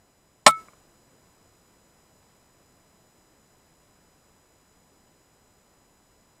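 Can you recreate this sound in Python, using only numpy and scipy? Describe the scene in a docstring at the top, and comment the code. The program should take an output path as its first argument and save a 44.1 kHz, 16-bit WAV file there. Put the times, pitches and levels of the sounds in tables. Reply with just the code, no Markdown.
"""A spring-piston air rifle fires once in a wood.
The sear trips and the piston slams and rebounds, each impact exciting the modes of the rifle's body.
Compressed air cracks from the muzzle, and the mainspring rattles and twangs in free vibration.
The pellet knocks on something far off, and the trees scatter the shot back over a faint rumble.
A camera on the scope hears it all, adding its own electronic whine, gain control and overload."""
import sys
import numpy as np
from scipy import signal
from scipy.fft import rfft, irfft
from scipy.io import wavfile
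from scipy.ndimage import uniform_filter1d, minimum_filter1d

SR = 44100
rng = np.random.default_rng(int(sys.argv[2]) if len(sys.argv) > 2 else 0)


def digitize_waveform(pressure):
    """Quantize a signal to 16-bit integers and store it at the path in sys.argv[1].

    Rows of a 2-D input are taken as channels; values are limited to [-1, 1].
    """
    field = np.atleast_2d(pressure).T
    bounded = np.clip(field, -1, 1)
    quanta = np.round(bounded * 32767).astype(np.int16)
    wavfile.write(sys.argv[1], SR, quanta)


N = 282240
TIME = np.arange(N) / SR
FREQ = np.fft.rfftfreq(N, 1 / SR)
RING_TIME = TIME[:SR // 2]
MUZZLE_S = .4647


def rifle():
    """Radiation from a small body: action, spring and muzzle are too small to give much deep bass."""
    low_cut = signal.butter(2, 80, "high", fs=SR, output="sos")
    return signal.sosfilt(low_cut, action() + mainspring() + muzzle())


def action():
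    """Impact excitation: sear and piston ring the rifle's body, and wider resonances decay faster."""
    # sear, piston slam, rebounds and a rattle of the spring: start_s, relative_db, contact_ms
    blows = [(.4622, -13, .25), (0.4649, 4.5, .08), (.466, -8, .05), (0.4679, -5, .05), (0.4732, -2.5, .1),
             (.4777, -12, 0.05988), (.4803, -7, .35)]
    # resonances of stock, cylinder and barrel: pitch_hz, width_hz, relative_db
    resonances = [(197, 60.0, -14.5), (572, 66.6, -4), (647, 50, -1), (750, 80.0, -9.5), (856, 50.2, -2.5),
                  (1050.0, 65.0, 1), (1125, 60, -10.5), (1234.7, 65.0, -4.5), (1305.0, 55.0, -0.5),
                  (1753, 60.0, -5.5), (1980, 50.0, -8.5), (2194, 60.0, -6.0), (2400, 60, -11),
                  (3180.0, 50.0, -8.5), (3410, 50.0, -15), (3475.0, 56, -10.5), (3680, 36, -13.5),
                  (4170.0, 90.0, -14), (4965, 55.0, -12.5), (5469, 86, -12), (6695, 70.0, -13),
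                  (6820, 55.0, -12.5), (7771, 45.0, -9.5), (8100, 45.0, -13), (8230, 38, -11),
                  (8580.0, 34, -14.5)]
    ring = 0
    for k, (hz, width, db) in enumerate(resonances):
        envelope = amp(db) * width * np.exp(-np.pi * width * RING_TIME)
        ring = ring + (-1) ** k * envelope * np.sin(2 * np.pi * hz * RING_TIME)
    # the ring is thin between its low thump and its woody knock, 250 to 500 Hz
    ring = signal.sosfilt(signal.butter(2, (250, 500), "bandstop", fs=SR, output="sos"), ring)
    ring = ring / ring[:SR // 100].std()  # unit rms over the first 10 ms
    return amp(-4.5) * strike(ring, blows)


def muzzle():
    """Sudden expansion: compressed air bursts out behind the pellet, and the last of it hisses away."""
    # spectrum of the crack: frequency_hz, relative_db
    crack_spectrum = [(70, -14), (190, -6), (300, -13), (430, -13), (580, -0.5), (1300, -2), (1500, -14),
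                      (1900, -0.5), (2800, -7.5), (5400, -6), (5950, -18), (8200, -7.5), (9800, -36),
                      (15000, -42)]
    crack = amp(4) * noise(colour(crack_spectrum)) * burst(MUZZLE_S, rise=.0005, t60=.038)
    hiss_hold_s, hiss_corner_hz = .046, 7000
    flow = (TIME > MUZZLE_S) * fade(np.maximum(TIME - MUZZLE_S - hiss_hold_s, 0), t60=.02)
    hiss = amp(-37) * noise(-10 * np.log10(1 + (FREQ / hiss_corner_hz) ** 2))
    return crack + hiss * flow


def mainspring():
    """Free vibration: the released spring overshoots, rattles on its guide and twangs on alone."""
    # modes of the spring: pitch_hz, relative_db, t60_s
    spring_modes = [(138.1, -29, 0.13), (215, -23, 0.075), (1057, 2, 0.033), (1163.0, -4.5, 0.045),
                    (1308, -10, 0.185), (1335, 0, 0.059), (2200.0, -22.5, 0.185), (3967.0, -25, 0.06),
                    (7584, -24, 0.065), (7760, -21, 0.055), (8885.0, -14.5, 0.043), (9000, -31, 0.085)]
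    # spectrum of the rattling coils: frequency_hz, relative_db
    rattle_spectrum = [(150, -8), (420, -5), (700, -6), (1200, -8.5), (1550, -16), (3400, -4.5),
                       (4600, -13), (5900, -24), (7700, -6), (9000, 0), (10500, -17.5), (15000, -25)]
    # ticks of the coils settling on the guide: start_s
    tick_starts = [.4955, .5035, .5185, .541]
    push_s = .004
    twang = modes(spring_modes) * (1 - np.exp(-RING_TIME / push_s))
    rattle = amp(-4) * noise(colour(rattle_spectrum)) * burst(.4735, rise=.002, t60=.048)
    # each tick, fainter than the last, rings one broad resonance of the guide
    guide_hz, guide_width_hz, fall_db_per_s = 3698, 600, 430
    guide_db = -20 * np.log10(1 + ((FREQ - guide_hz) / guide_width_hz) ** 2)
    ticks = 0
    for start in tick_starts:
        tick_db = -35 - fall_db_per_s * (start - tick_starts[0])
        ticks = ticks + amp(tick_db) * burst(start, rise=.001, t60=.03)
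    return place(twang, start=.4805) + rattle + noise(guide_db) * ticks


def pellet():
    """Contact time sets brightness: a distant knock as the pellet lands, a duller one as it bounces."""
    # landing and bounce: start_s, relative_db, contact_ms
    knocks = [(0.6835, -43, .05), (.7324, -44.5, 0.98)]
    # modes of the struck object: pitch_hz, relative_db, t60_s
    target_modes = [(617, -5, 0.027), (1046, -1.5, .04), (1205, 0.5, 0.038), (1420, -4, .03),
                    (1860, -7, .02), (2120, -5, .035), (2300, -4, .035)]
    return amp(-7) * strike(modes(target_modes), knocks)


def trees():
    """Scattering: many trunks return the shot as diffuse swells of noise."""
    # spectrum of the echoes: frequency_hz, relative_db
    echo_spectrum = [(100, -3), (500, 1), (1200, -0.5), (2500, -11), (4000, -15), (5500, -12),
                     (8000, -11.5), (14000, -25)]
    # returns from the near trunks, the wood's edge and its depth: start_s, level_db, rise_s, t60_s
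    echoes = [(.49, -58, .02, .5), (.57, -62, 0.033, 0.45), (.64, -74, .056, 2.5)]
    envelope = sum(amp(db) * burst(start, rise, t60) for start, db, rise, t60 in echoes)
    return noise(colour(echo_spectrum)) * envelope


def background():
    """Broadband noise and line spectrum: distant rumble and hiss under the whine of the electronics."""
    # spectrum of the rumble and hiss: frequency_hz, relative_db
    air_spectrum = [(20, 27), (50, 11), (110, 0.5), (170, -1), (350, -4), (700, -7), (1200, -11),
                    (2000, -16), (4000, -22.5), (6300, -25), (9000, -26.5), (15000, -30)]
    # narrow bands of hiss around the whine: centre_hz, width_hz, boost_db
    hiss_bands = [(5144, 160, 6), (6950, 150, 12), (7730, 220, 10), (10900, 300, 6), (12100, 250, 4)]
    # steady tones of the camera's electronics: pitch_hz, relative_db
    whine_tones = [(1001, -80), (2008, -87), (3009, -90), (4016, -82), (5017, -78.5), (5146, -89),
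                   (5959, -82), (6019, -91), (6961, -76), (7025, -81), (7962, -80), (8027, -81),
                   (9033, -96), (9970, -89), (10034, -87), (10912, -92), (10977, -90), (11036, -86),
                   (11913, -84), (12042, -92), (13044, -99), (14987, -101)]
    bands_db = sum(db * np.exp(-((FREQ - hz) / width) ** 2) for hz, width, db in hiss_bands)
    air = amp(-64.5) * noise(colour(air_spectrum) + bands_db)
    tones = sum(amp(db) * np.sin(2 * np.pi * (hz * TIME + rng.random())) for hz, db in whine_tones)
    whine = amp(-1.13) * np.sqrt(2) * tones
    # both come up a little after the shot, then slowly sink back
    lift_db, rise_s, sink_db_per_s = 3, .25, .3
    since_shot = np.maximum(TIME - MUZZLE_S, 0)
    swell_db = lift_db * (1 - np.exp(-since_shot / rise_s)) - sink_db_per_s * since_shot
    return (air + whine) * amp(swell_db)


def modes(table):
    """Modal superposition: a free ring is a sum of damped sines, here of alternating sign."""
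    return sum((-1) ** k * amp(db) * fade(RING_TIME, t60) * np.sin(2 * np.pi * hz * RING_TIME)
               for k, (hz, db, t60) in enumerate(table))


def strike(ring, blows):
    """Finite contact acts as a low-pass: each blow starts the ring, a longer contact more dully."""
    struck = 0
    for start, db, contact_ms in blows:
        lag_s = contact_ms / 1000 / (2 * np.pi)
        struck = struck + amp(db) * place(smooth(ring, lag_s), start)
    return struck


def amp(db):
    """Amplitude ratio of a level in decibels."""
    return 10 ** (np.asarray(db) / 20)


def colour(points):
    """Spectral envelope in dB, interpolated on a log-frequency axis."""
    hz, db = np.transpose(points)
    return np.interp(np.log(FREQ + 1), np.log(hz), db)


def noise(spectrum_db):
    """Spectral shaping of white noise, scaled to unit rms above 100 Hz."""
    gain = amp(spectrum_db)
    gain = gain / np.sqrt(np.mean(gain[FREQ > 100] ** 2))
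    return irfft(rfft(rng.standard_normal(N)) * gain, N)


def fade(t, t60):
    """Exponential decay, 60 dB down after t60 seconds."""
    return np.exp(-np.log(1000) * t / t60)


def burst(start, rise, t60):
    """Transient envelope: exponential rise and decay, with times in seconds."""
    age = np.maximum(TIME - start, 0)
    return (1 - np.exp(-age / rise)) * fade(age, t60)


def place(x, start):
    """Pure delay: a short sound begins at start seconds."""
    first = int(round(start * SR))
    return np.pad(x, (first, N))[:N]


def smooth(x, lag_s):
    """First-order lag: a low-pass with the given time constant."""
    keep = np.exp(-1 / (lag_s * SR))
    return signal.lfilter([1 - keep], [1, -keep], x)


def scene():
    """Superposition: one shot and its echoes over the quiet wood, in mono."""
    return (rifle() + pellet() + trees() + background())[None]


def gain_control(x, threshold_db, attack_s, hold_s, release_db_per_s, overshoot, settle_s):
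    """Automatic gain control: a peak ducks the gain, then a slower lag lifts it past unity and settles."""
    power = uniform_filter1d(x ** 2, size=88)  # 2 ms mean
    excess_db = np.maximum(10 * np.log10(np.maximum(power, 1e-12)) - threshold_db, 0)
    recovery_db = release_db_per_s * TIME
    falling_db = np.maximum.accumulate(excess_db + recovery_db) - recovery_db
    half_hold = int(hold_s * SR / 2)
    held_db = -minimum_filter1d(-falling_db, 2 * half_hold + 1, origin=half_hold)  # trailing maximum
    return x * amp(overshoot * smooth(held_db, settle_s) - smooth(held_db, attack_s))


def record(dry):
    """Compression and saturation: the camera ducks, swells back, overloads and cuts both band edges."""
    x = gain_control(dry[0], threshold_db=-1.38, attack_s=.0043, hold_s=.073,
                     release_db_per_s=120, overshoot=2.4, settle_s=.12)
    # soft overload adds a mid-range grit; what still sticks out is clipped flat
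    grit = x / (1 + x ** 4) ** .25 - x
    x = x + signal.sosfiltfilt(signal.butter(2, (200, 8000), "band", fs=SR, output="sos"), grit)
    low_cut_hz, high_cut_hz = 100, 15500
    x = signal.sosfilt(signal.butter(2, low_cut_hz, "high", fs=SR, output="sos"), x)
    x = np.clip(x, -1, 1)
    return signal.sosfilt(signal.ellip(8, .2, 80, high_cut_hz, fs=SR, output="sos"), x)[None]


dry = scene()
out = record(dry)
digitize_waveform(out)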